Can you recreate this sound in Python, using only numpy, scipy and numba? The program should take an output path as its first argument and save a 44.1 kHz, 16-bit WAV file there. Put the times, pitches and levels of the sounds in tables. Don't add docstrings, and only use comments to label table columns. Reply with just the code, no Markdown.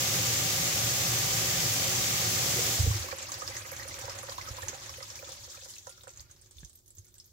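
import sys
import numpy as np
from scipy import signal
from scipy.fft import rfft, irfft, next_fast_len
from scipy.io import wavfile
from scipy.ndimage import uniform_filter1d
from numba import njit

SR = 44100
rng = np.random.default_rng(int(sys.argv[2]) if len(sys.argv) > 2 else 0)


def boost(x):
    u = np.asarray(x, float) / 20
    return 10 ** u


def unload_audio(sound):
    columns = np.transpose(np.atleast_2d(sound))
    steps = np.round(np.clip(columns, -1, 1) * 32767)
    wavfile.write(sys.argv[1], SR, steps.astype(np.int16))


N = 322812

# [f/Hz, level/dB per Hz]
RUSH_COLOUR = [(20, -43), (60, -10), (120, 2), (240, -20), (640, -19.5), (1400, -20), (2100, -15),
               (4000, -17.5), (6400, -12.5), (7600, -15.5), (8700, -25), (12000, -22.5), (14500, -21.5)]
# [f/Hz, width/Hz, lift/dB]
CUPBOARD_MODES = [(92, 22, -2), (117, 11, 6.5), (169.6, 7.9, 10), (282.4, 7.4, 11), (366, 7.8, 12.5),
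                  (536, 43, 10), (770, 57, 8.5), (1200, 96, 5)]
# [level/dB], [start of the fall t/s], [fall/dB per s]
TAP_DB, TAP_SHUTS_S, TAP_FALL_DB_PER_S = (-39, -39, -32), (2.655, 2.696, 2.75), (73, 35.5, 49)
TAP_DRY_S = 3.2

# [f/Hz, level/dB per Hz]
KITCHEN_COLOUR = [(20, 8), (90, -10), (280, -20), (480, -22), (1400, -39), (2800, -58), (6400, -12),
                  (9500, -14), (14500, -8)]
# [t/s, boom level/dB, middle level/dB, hiss level/dB]
KITCHEN_LEVELS = [
    (0, -65, -56.5, -85),
    (7.32, -65, -77, -74.5),
]
# [f/Hz, width/Hz, lift/dB]
KITCHEN_MODES = [(95, 27, 12), (361, 23, 14)]
HUM_HZ, HUM_DB = 361, -87.5

# [t/s, peak level/dB, f/Hz,
# ring/cycles]
GULPS = [(2.459, -40, 394, 3.3), (2.561, -36, 366, 51), (2.59, -28.5, 485, 5.7), (2.784, -46, 228, 4),
         (2.861, -35, 452, 12), (2.866, -40.5, 283, 8.2), (2.79, -40.5, 288, 8.8), (2.785, -41, 695, 8),
         (2.689, -37, 292, 6.1), (2.954, -44, 342, 13), (3.061, -49.5, 361, 22), (4.501, -49, 200, 2.8),
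         (4.659, -48, 361, 11), (4.697, -44, 368, 4.4), (5.274, -52, 332, 4.2), (6.629, -45.5, 151, 4),
         (6.975, -61, 330, 4), (5.89, -65, 1400, 220), (6.09, -73, 1380, 250), (6.25, -75, 1400, 190),
         (7.06, -79, 1430, 160)]
# [t/s, peak level/dB, f/Hz, push/ms, ring/cycles]
THUDS = [(2.79, -16.5, 92, 21, 0.87), (2.825, -19.5, 85.5, 22, 1.3), (2.872, -16, 88, 7.2, 2.6),
         (2.901, -19, 98, 10.4, 3.5), (2.941, -26, 100, 17, 3.6), (2.996, -33, 83, 14, 4.3),
         (4.015, -43, 112, 31, 5), (4.075, -42, 100, 29, 2.4), (4.492, -38.5, 103.4, 22, 1.2),
         (4.617, -41, 96.9, 26, 1.8), (4.678, -41, 95, 14, 1.6), (6.19, -46.5, 72, 16, 1.7),
         (6.558, -48, 74, 14, 1.8), (6.584, -49, 56.5, 21, 2), (6.64, -41, 53.8, 9, 1),
         (6.975, -43, 92, 23, 3)]
# [t/s, peak level/dB, f/Hz]
CLICKS = [
    (6.631, -51, 400),
    (6.631, -54, 930),
    (6.632, -54, 2300),
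    (4.508, -34.5, 67),
]

# [f/Hz, level/dB per Hz]
TRICKLE_COLOUR = [(20, -16), (60, 0.5), (110, 6.5), (200, -21.5), (470, -29.5), (640, -22), (900, -14.5),
                  (2000, -14), (3000, -17), (5000, -15), (6700, -12), (7700, -17), (8700, -26.5),
                  (14500, -25.5)]
# [f/Hz, width/Hz, lift/dB]
EMPTY_PIPE_MODES = [(104, 43, 1.5), (361, 104, 11), (553, 40, 19), (1400, 32, -22)]
# [t/s, flow level/dB, level/dB of the air dragged along]
DRAIN = [(2.9, 14.5, -6), (3.0, 5.5, -3.5), (3.12, -2, 4), (3.26, 2, -0.5), (3.6, 1.5, -0.5),
         (4.03, 0, 2.5), (4.34, -0.5, 1), (4.7, -1, 2.5), (5.07, -2, -2), (5.3, -2, -2), (5.72, -4.5, -8.5),
         (5.84, -10.5, -5.5), (6.26, -19, 7), (6.5, -18.5, -0.5), (6.62, -13.5, -6), (6.8, -26.5, -1.5),
         (7.1, -24, 2.5), (7.33, -21.5, -4.5)]
# [level/dB at 0 dB flow and air], [dB per dB of flow], [dB per dB of
DRAIN_DB, PER_FLOW, PER_AIR = (-54.5, -52.5, -47.5), (0.65, 1.33, 1), (0.97, 0.94, 0)

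# [t/s, peak level/dB, f/Hz]
GLUGS = [(2.937, -44, 2230), (3.115, -34, 1730), (3.119, -35.5, 2330), (3.29, -38, 1130),
         (3.419, -29.5, 1200), (3.52, -38, 1960), (3.567, -32, 1950), (3.728, -38, 2200),
         (3.796, -33, 1890), (3.91, -37, 2030), (3.94, -39, 2340), (4.081, -36.5, 920),
         (4.228, -42.5, 1130), (4.285, -45, 1780), (4.318, -38, 1050), (4.382, -29, 1020),
         (4.409, -36, 2040), (4.474, -35.5, 1290), (4.584, -37, 1000), (4.63, -35.5, 1740),
         (4.673, -39.5, 880), (4.026, -41, 770), (5.003, -41, 1970), (5.19, -39.5, 2380),
         (5.275, -45, 1230), (5.571, -46, 2410), (5.869, -51, 960), (5.978, -50, 1320), (6.07, -54, 1420),
         (6.582, -65, 2600), (6.631, -51.5, 1680)]
# [t/s, peak level/dB, f/Hz]
MORE_GLUGS = [(2.91, -34, 1100), (3.085, -31, 1100), (3.182, -41, 1060), (3.22, -39, 2360), (3.253, -37, 2650),
              (3.313, -41, 930), (3.124, -30, 1080), (3.443, -39, 816), (3.479, -40, 1590), (3.507, -38, 800),
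              (3.551, -33, 1960), (3.612, -37, 2410), (3.652, -36, 1990), (3.814, -36, 1910), (3.824, -32, 1950),
              (4.043, -42, 810), (4.105, -40, 1220), (4.184, -42, 770), (4.744, -39, 770), (4.86, -48, 1560),
              (4.891, -37, 1090), (4.939, -40, 2460), (4.975, -43, 1950), (5.023, -36, 1220), (5.094, -54, 1730),
              (5.163, -45, 2260), (5.444, -51, 923), (5.544, -40.5, 1300), (5.615, -47, 2540),
              (5.695, -46, 2930), (6.034, -61, 1200), (6.179, -62, 1550), (6.296, -55, 1540), (7.054, -62, 2130),
              (7.164, -60, 1580)]
# [t/s, peak level/dB]
KNOCKS = [(3.039, -40), (3.126, -34.5), (3.205, -46), (3.421, -42.5), (3.65, -47.5), (3.718, -40),
          (3.851, -47.5), (3.985, -45.5), (4.038, -41), (4.08, -38.5), (4.149, -47), (4.183, -53),
          (4.233, -43), (4.288, -38), (4.577, -44.5), (4.63, -43), (4.729, -43.5), (5.006, -45),
          (5.227, -42), (5.285, -48), (5.476, -52), (5.575, -50.5), (5.622, -55), (5.658, -52), (5.87, -43),
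          (5.894, -56), (6.037, -57), (6.072, -46.5)]
# [t/s, peak level/dB]
SOFT_KNOCKS = [(2.958, -55), (3.171, -51), (3.23, -54), (3.395, -54), (3.49, -45.5), (3.554, -54),
               (3.616, -52), (3.793, -50), (3.918, -50), (4.112, -56), (4.389, -57), (4.483, -46.5),
               (4.533, -49), (4.683, -52), (4.854, -53), (4.896, -54), (4.98, -43), (5.111, -53),
               (5.191, -54), (5.311, -51)]
# [f/Hz, ring/cycles, level/dB]
PIPE_OVERTONES = [(972, 15, -1), (1370, 97, -7.5), (1790, 8, -1), (1400, 13, 1.5), (759, 12, 1)]
# [t/s, peak level/dB, f/Hz]
SPLASHES = [(3.112, -29, 4700), (3.185, -29, 7400), (3.2275, -26, 6900), (3.319, -22, 6600),
            (3.341, -28.5, 4800), (3.4764, -24, 5100), (3.41, -32, 5600), (3.567, -25.5, 6460),
            (3.7646, -30, 6280), (3.8303, -36, 4130), (3.885, -32, 5970), (3.9417, -31, 5770),
            (4.0136, -33, 5770), (4.096, -29, 5160), (4.187, -29, 6500), (4.295, -29.5, 4800),
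            (4.38, -36, 4020), (4.487, -29.5, 5600), (4.6206, -30, 7160), (4.6835, -19, 6430),
            (4.894, -31, 5500), (5.028, -30.5, 5100), (5.102, -33.5, 5550), (5.156, -31.5, 5830),
            (5.2912, -34.5, 7700), (5.32, -33, 5900), (5.515, -37, 7110), (5.645, -37, 7200),
            (5.6865, -38, 6840), (5.7376, -37, 4640),
            (5.765, -45, 2600), (5.783, -32.5, 6100), (5.8697, -33, 6200), (5.897, -48, 3380),
         (5.912, -52, 2550), (6.081, -51, 2500), (5.924, -42.5, 4730), (5.9764, -44, 5700),
         (6.009, -46, 3740), (6.0346, -39, 7600), (6.079, -38, 7400), (6.092, -38, 6100),
         (6.1361, -42, 6230), (6.174, -34, 6650), (6.196, -36.5, 4670), (6.2057, -34, 6630),
         (6.312, -40, 6460), (6.4199, -54, 6230), (6.5102, -41.5, 7900), (6.5586, -60, 6330),
         (6.5836, -44, 3560), (6.648, -33.5, 6260), (6.6963, -42, 7800), (6.7554, -47, 8300),
         (6.905, -44, 7660), (6.9512, -55, 6210), (6.9695, -42, 7260), (6.984, -36, 6460),
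         (7.046, -47, 6900), (7.1418, -48, 6140), (7.1824, -40, 7900), (7.2, -37, 5270)]
# [t/s, peak level/dB, f/Hz]
MORE_DROPS = [(3.032, -35, 6360), (3.691, -40, 6900), (3.7314, -47, 6940), (3.7894, -45, 5910),
              (3.9888, -33, 7800), (4.0544, -35, 5420), (4.1165, -37, 5240), (4.1525, -37, 7610),
              (4.3214, -35, 4040), (4.4139, -36, 4780), (4.557, -50, 6360), (4.5685, -38, 4480),
              (4.7444, -36, 7000), (4.8289, -43, 5260), (4.8609, -35, 6610), (4.9387, -41, 3160),
              (4.9706, -45, 5290), (5.2444, -41, 3460), (5.4074, -46, 4060), (5.4444, -37, 6600),
              (5.5014, -38, 6980), (5.5494, -37, 7630), (5.6351, -43, 4970), (5.7044, -35, 7310),
              (5.7563, -39, 7420), (5.8461, -49, 6890), (5.8944, -38, 6900), (6.1044, -42, 7390),
              (6.1604, -43, 6800), (6.2971, -59, 6520), (6.3629, -52, 5250), (6.4602, -49, 6500),
              (6.5695, -46, 6400), (6.605, -44, 6400), (6.7301, -55, 7610), (6.7754, -52, 6260),
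              (6.7894, -48, 7580), (6.8598, -52, 6270), (6.8794, -48, 6600), (7.0174, -59, 4890),
              (7.0674, -50, 5880), (7.0824, -48, 7780), (7.1544, -47, 7770), (7.2429, -49, 6550),
              (7.2574, -61, 6130), (7.2774, -57, 4750)]
# [t/s, peak level/dB, f/Hz]
EARLY_MIST = [(3.0743, -48, 13100), (3.1292, -41, 14100), (3.1606, -38, 11100), (3.3018, -41, 10800),
              (3.3182, -46, 13700), (3.3871, -36, 8600), (3.4494, -55, 10700), (3.4739, -41, 13400),
              (3.5517, -44, 10000), (3.6091, -38, 9200), (3.6654, -38, 13100), (3.716, -32, 11600),
              (3.8794, -35, 8650), (3.9633, -45, 15400), (3.9892, -39, 10500), (4.087, -46, 14500),
              (4.1513, -49, 9900), (4.1838, -42, 8700), (4.2282, -34.5, 10200), (4.3224, -38, 10000),
              (4.3793, -44, 15100), (4.4452, -43, 9880), (4.5145, -40, 11300), (4.5938, -42, 12400),
              (4.6332, -40, 10200), (4.6866, -49, 13000), (4.7604, -49, 14600), (4.7849, -50, 13700),
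              (4.9705, -43, 10800), (5.156, -48, 9280), (5.2907, -51, 8620), (5.3212, -42, 9270),
              (5.4274, -49, 10600), (5.4623, -46, 12700), (5.5342, -45, 13500), (5.6489, -43, 9390),
              (5.6953, -39, 10400), (5.7392, -56, 9890), (5.7552, -51, 10200), (5.7796, -51, 13700)]
# [t/s, peak level/dB, f/Hz]
LATE_MIST = [(5.8678, -42, 8600), (5.894, -40, 9600), (6.0115, -46, 15500), (6.0743, -45, 8510),
             (6.206, -43, 12300), (6.3003, -57, 12600), (6.3128, -47, 8930), (6.4131, -45, 8650),
             (6.5093, -54, 8770), (6.5742, -53, 11700), (6.5892, -44, 9460), (6.647, -48, 8760),
             (6.6804, -51, 9920), (6.73, -48, 9600), (6.755, -42, 13700), (6.8605, -51, 11100),
             (6.8785, -45, 10600), (6.9049, -46, 9100), (6.9513, -45, 14600), (6.9828, -44, 11700),
             (7.0496, -46, 12300), (7.1244, -55, 13500), (7.1419, -43, 14300), (7.1817, -46, 8660),
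             (7.2571, -44, 13000)]
# [t/s, peak level/dB]
SNAPS = [(3.3187, -34), (3.3875, -36), (3.4752, -34), (3.9417, -44), (4.3795, -43), (5.156, -42),
         (5.7828, -42), (6.1361, -52), (6.5586, -53), (6.648, -42), (6.6966, -52), (6.7309, -53),
         (6.7542, -47), (6.8605, -54), (6.9047, -51), (6.9514, -55), (7.1419, -47)]

# [f/Hz, left minus right level/dB]
PORT_BALANCE = [(60, -9), (110, 0), (200, -2.5), (380, -2), (700, -1.5), (1290, -5), (2300, -4), (3200, 4),
                (4700, 3), (6400, 1), (8300, -4.5), (10500, -3), (15000, 2)]
# [f/Hz, correlation]
LIKENESS = [(30, 0.49), (60, 0.95), (150, 1), (300, 0.76), (600, 0.76), (1200, 0.061), (2500, 0.043),
            (5000, 0.0061)]

ZONE_EDGES_HZ = (225, 2700)
LEFT_LAG_S, NEAR_LAG_S = 0.00037, 0.00005
MORE_GLUGS_DB, MORE_DROPS_DB, EARLY_MIST_DB = -3.5, 1, 1
FIZZ_DB, FIZZ_PER_DROP = -12, 0.2
OVERTONES_DB, OVERTONES_PER_FLOW = -7, -0.23


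def on_log_axis(table, hz):
    points = np.array(table, float)
    return np.interp(np.log(np.maximum(hz, 1)), np.log(points[:, 0]), points[:, 1])


def shifted(table, db):
    return [(s, peak_db + db, hz) for s, peak_db, hz in table]


@njit
def grains(start, hz, cycles, size, rise, glide, attack, length):
    out = np.zeros(length)
    for k in range(len(start)):
        ring = 2.5 * cycles[k] * SR / hz[k]
        count = min(int(ring + 3 * attack[k] * SR), length - start[k])
        fall = np.exp(-2.3 * hz[k] / (cycles[k] * SR))
        phase, step, body = 0., hz[k] / SR, size[k]
        for i in range(count):
            swell = min(1., i / (attack[k] * SR))
            out[start[k] + i] += body * swell * np.sin(2 * np.pi * phase)
            phase += step
            step = min(step * (1 + glide * hz[k] / (cycles[k] * SR)), rise * hz[k] / SR)
            if i > attack[k] * SR:
                body *= fall
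    return out


def placed(s, db, hz, cycles, rise, glide, attack_s):
    start, each = (np.asarray(s) * SR).astype(np.int64), np.ones(len(s))
    cycles = np.maximum(cycles, 1.) * each
    return grains(start, hz * each, cycles, boost(db), float(rise), float(glide), attack_s * each, N)


def patter(length, rate, scatter_db, fade_s):
    chance, hits = rng.random(length) * SR / rate, np.zeros(length)
    struck = chance < 1
    hits[struck] = boost(-2 * scatter_db * np.log(chance[struck] + 0.017))
    power = signal.lfilter([1], [1, -np.exp(-1 / (fade_s * SR))], hits)
    return power / np.mean(power)


def port_spectra(size, colour, modes):
    hz = np.arange(size // 2 + 1) * SR / size
    gain = boost(on_log_axis(colour, hz))
    for mode_hz, width, lift_db in modes:
        gain = gain * (1 + (boost(lift_db) - 1) / (1 + (2 * (hz - mode_hz) / width) ** 2))
    right, other = rfft(rng.standard_normal((2, size))) * gain
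    alike = np.clip(on_log_axis(LIKENESS, hz), 0, 1)
    lag_s = LEFT_LAG_S * np.clip(hz / 900, .2, 1)
    left = alike * right * np.exp(-2j * np.pi * hz * lag_s) + np.sqrt(1 - alike ** 2) * other
    return hz, np.array([left, right])


def flow(table, colour, modes, rate, scatter_db, fade_s, shared, steady, boom_steady, together=None):
    s, *levels_db = np.transpose(table)
    first = int(s[0] * SR)
    length = min(int(s[-1] * SR), N) - first
    size = next_fast_len(length)
    hz, spectra = port_spectra(size, colour, modes)
    octave = np.log2(np.maximum(hz, 1) / 20)
    together = patter(length, rate, scatter_db, fade_s) if together is None else together[:length]
    zones = np.zeros((3, 2, length), np.float32)
    for centre in np.arange(0, 10, .5):
        band = slice(np.searchsorted(octave, centre + .5) + 1)
        window = np.cos(np.pi * np.clip(octave[band] - centre, -.5, .5)) ** 2
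        noise = irfft((spectra[:, band] * window).astype(np.complex64), size)[:, :length]
        zone = np.searchsorted(ZONE_EDGES_HZ, 20 * 2 ** centre)
        power = shared * together + (1 - shared) * patter(length, rate, scatter_db, fade_s)
        calm = steady if zone else boom_steady
        zones[zone] += noise * np.sqrt(calm + (1 - calm) * power, dtype=np.float32)
    out, time = np.zeros((2, N)), (first + np.arange(length)) / SR
    since_start = time - s[0] + (first == 0)
    until_end = s[-1] - time + (first + length > N - 9)
    fade = np.clip(np.minimum(since_start, until_end) / 0.073, 0, 1)
    for ports, db in zip(zones, levels_db):
        level = boost(np.interp(time, s, db)) / np.std(ports.mean(axis=0))
        out[:, first:first + length] += ports * fade * level
    return out


def cupboard_tail(x, t60_s, tail_db, pan_db, lag_s):
    time = np.arange(int(.2 * SR)) / SR
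    decay = boost(-60 * time / t60_s) + 1.3 * np.exp(-time / 0.004)
    echo = rng.standard_normal((2, len(time))) * decay * np.clip(time / 0.0016, 0, 1)
    echo *= boost(tail_db) / np.sqrt(np.sum(echo ** 2, axis=1, keepdims=True))
    echo[[0, 1], [int(lag_s * SR), 0]] = 1
    pan = boost(np.array([[pan_db], [-pan_db]]) / 2)
    return signal.fftconvolve(x[None], echo * pan, axes=1)[:, :N]


def tap_rush():
    s = np.arange(0, TAP_DRY_S + .01, .02)
    parts = zip(TAP_DB, TAP_SHUTS_S, TAP_FALL_DB_PER_S)
    levels = [db - fall * np.maximum(s - shut, 0) for db, shut, fall in parts]
    return flow(np.transpose([s, *levels]), RUSH_COLOUR, CUPBOARD_MODES, rate=1400, scatter_db=9.5,
                fade_s=0.0068, shared=0.33, steady=0.79, boom_steady=0.89)


def kitchen():
    return flow(KITCHEN_LEVELS, KITCHEN_COLOUR, KITCHEN_MODES, rate=60, scatter_db=2.0,
                fade_s=.02, shared=.3, steady=.9, boom_steady=0.75)


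def hum():
    waver = uniform_filter1d(rng.standard_normal(N), size=4000) * 60
    return boost(HUM_DB + 1.5 * waver) * np.sin(2 * np.pi * np.cumsum(HUM_HZ + 1.34 * waver) / SR)


def gulps():
    s, db, hz, cycles = np.transpose(GULPS)
    return placed(s, db + 1.5, hz, cycles, 1.007, 0.12, 0.0021)


def thuds():
    s, db, hz, push_ms, cycles = np.transpose(THUDS)
    return placed(s, db + 0.5, hz, cycles, 1.02, .1, push_ms / 1000)


def clamp_clicks():
    return placed(*np.transpose(CLICKS), 1.3, 1.05, .05, 0.0012)


def drain_levels():
    s, flow_db, air_db = np.transpose(DRAIN)
    parts = zip(DRAIN_DB, PER_FLOW, PER_AIR)
    return np.transpose([s, *(db + a * flow_db + b * air_db for db, a, b in parts)])


def stirring(s, db, hz, spray_db, fade_s=0.0099):
    hits = np.zeros(N)
    hits[(s * SR).astype(int)] = boost(db - spray_db)
    power = signal.lfilter([1], [1, -np.exp(-1 / (fade_s * SR))], hits)[int(DRAIN[0][0] * SR):]
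    return 0.03 + power / np.mean(power)


def trickle(fall):
    return flow(drain_levels(), TRICKLE_COLOUR, EMPTY_PIPE_MODES, rate=110, scatter_db=2.6, fade_s=0.0091,
                shared=0.43, steady=0.07, boom_steady=0.93, together=stirring(*fall))


def small_bubbles(count=1150, low_hz=650, octaves=3.3, scatter_db=4.0, lift_db=3.5):
    s, _, pipe_db, spray_db = drain_levels().T
    chance = rng.random((count, 4)).T
    time = s[0] + (s[-1] - s[0] - .02) * chance[0]
    hz = low_hz * 2 ** (octaves * chance[1])
    bright_db = np.interp(time, s, spray_db) + 1.0 + on_log_axis(TRICKLE_COLOUR, hz)
    db = np.where(hz < ZONE_EDGES_HZ[1], np.interp(time, s, pipe_db), bright_db)
    db = db + lift_db - scatter_db * np.log(chance[2] + 0.77)
    return placed(time, db, hz, 3.5 + 6 * chance[3], 2.9, 0.18, 0.0013)


def glugs():
    s, db, hz = np.transpose(GLUGS + shifted(MORE_GLUGS, MORE_GLUGS_DB))
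    late, softer, pitch = rng.random((len(s), 3)).T
    bubble = placed(s, db - 1.5, hz, 15, 1.3, 0.033, .002)
    burst = placed(s + .012 * late, db - 7 - 6 * softer, hz * 1.8 ** (pitch - .4), 8, 1.2, .1, .001)
    return bubble + burst


def knocks():
    s, db = np.transpose(KNOCKS + SOFT_KNOCKS)
    hz = 550 * (1 + 0.012 * rng.standard_normal(len(s)))
    return placed(s, db + 0.5, hz, 11.5, 1, 0, 0.0061)


def knock_overtones():
    s, db = np.transpose(KNOCKS)
    db = db + OVERTONES_DB + OVERTONES_PER_FLOW * np.interp(s, *np.transpose(DRAIN)[:2])
    return sum(placed(s - .002, db + rel_db, hz, cycles, 1, 0, .0018) for hz, cycles, rel_db in PIPE_OVERTONES)


def drops():
    s, db, hz = np.transpose(SPLASHES + shifted(MORE_DROPS, MORE_DROPS_DB))
    return s, db, hz, np.interp(s, *drain_levels().T[[0, 3]])


def splashes(s, db, hz, spray_db):
    ring = placed(s, db - 5.5, hz, 24, 1, 0, 0.00036)
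    tick = placed(s, db - 2.0, 1.064 * hz, 4.8, 1, 0, 0.00034)
    fizz_db = spray_db + FIZZ_DB + FIZZ_PER_DROP * (db - spray_db)
    late, pitch = np.moveaxis(rng.random((len(s), 6, 2)), 2, 0)
    fizz_s, fizz_hz = s[:, None] + 0.0091 * late ** 3, 8000 * 1.6 ** pitch
    fizz = placed(fizz_s.ravel(), np.repeat(fizz_db, 6) + 0.5, fizz_hz.ravel(), 7.1, 1.4, 0.048, 0.00029)
    return ring + tick + fizz


def mist(lasts_s=0.011, spread=0.48, lift_db=-6):
    s, db, hz = np.transpose(LATE_MIST + shifted(EARLY_MIST, EARLY_MIST_DB))[..., None]
    late, pitch = np.moveaxis(rng.random((len(s), 12, 2)), 2, 0)
    at = np.minimum(s + lasts_s * late ** 2, N / SR - .01)
    db = db + lift_db - 12 * late
    hz = np.clip(hz * 2 ** (spread * (pitch - .5)), 7000, 15600)
    return placed(at.ravel(), db.ravel(), hz.ravel(), 23, 1, 0, 0.00018)


def snaps():
    s, db = np.transpose(SNAPS)
    heights = [(14500, 2), (9500, -1), (4500, -7)]  # f/Hz, level/dB
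    return sum(placed(s, db + 3 + rel_db, hz, 2.4, 1, 0, 0.0001) for hz, rel_db in heights)


def scene():
    fall = drops()
    steady = tap_rush() + kitchen() + hum()
    pipes = gulps() + thuds() + clamp_clicks()
    bubbles = cupboard_tail(small_bubbles() + glugs() + knock_overtones(), 0.077, -4.5, -5.0, LEFT_LAG_S)
    column = cupboard_tail(knocks(), 0.035, 2.0, -1.0, LEFT_LAG_S)
    spray = cupboard_tail(splashes(*fall) + mist(), 0.13, 0.5, -2.6, NEAR_LAG_S)
    hard = cupboard_tail(snaps(), 0.07, -5, -2.6, NEAR_LAG_S)
    return steady + pipes + trickle(fall) + bubbles + column + spray + hard


def low_pass(x):
    return signal.sosfilt(signal.butter(12, 17000, fs=SR, output="sos"), x)


def record(dry):
    top_hz, edge_hz, bass_hz = 15790, 60, 45.0
    size = next_fast_len(N)
    hz = np.arange(size // 2 + 1) * SR / size
    tilt_db = on_log_axis(PORT_BALANCE, hz) / 2
    top_cut = np.sin(np.pi / 2 * np.clip((top_hz + edge_hz / 2 - hz) / edge_hz, 0, 1)) ** 2
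    bass_cut = hz ** 3 / np.sqrt(hz ** 6 + bass_hz ** 6)
    gain = boost(np.array([tilt_db, -tilt_db])) * top_cut * bass_cut
    mix = irfft(rfft(dry, size) * gain, size)[:, :N]
    return low_pass(mix)


dry = scene()
out = record(dry)
unload_audio(out)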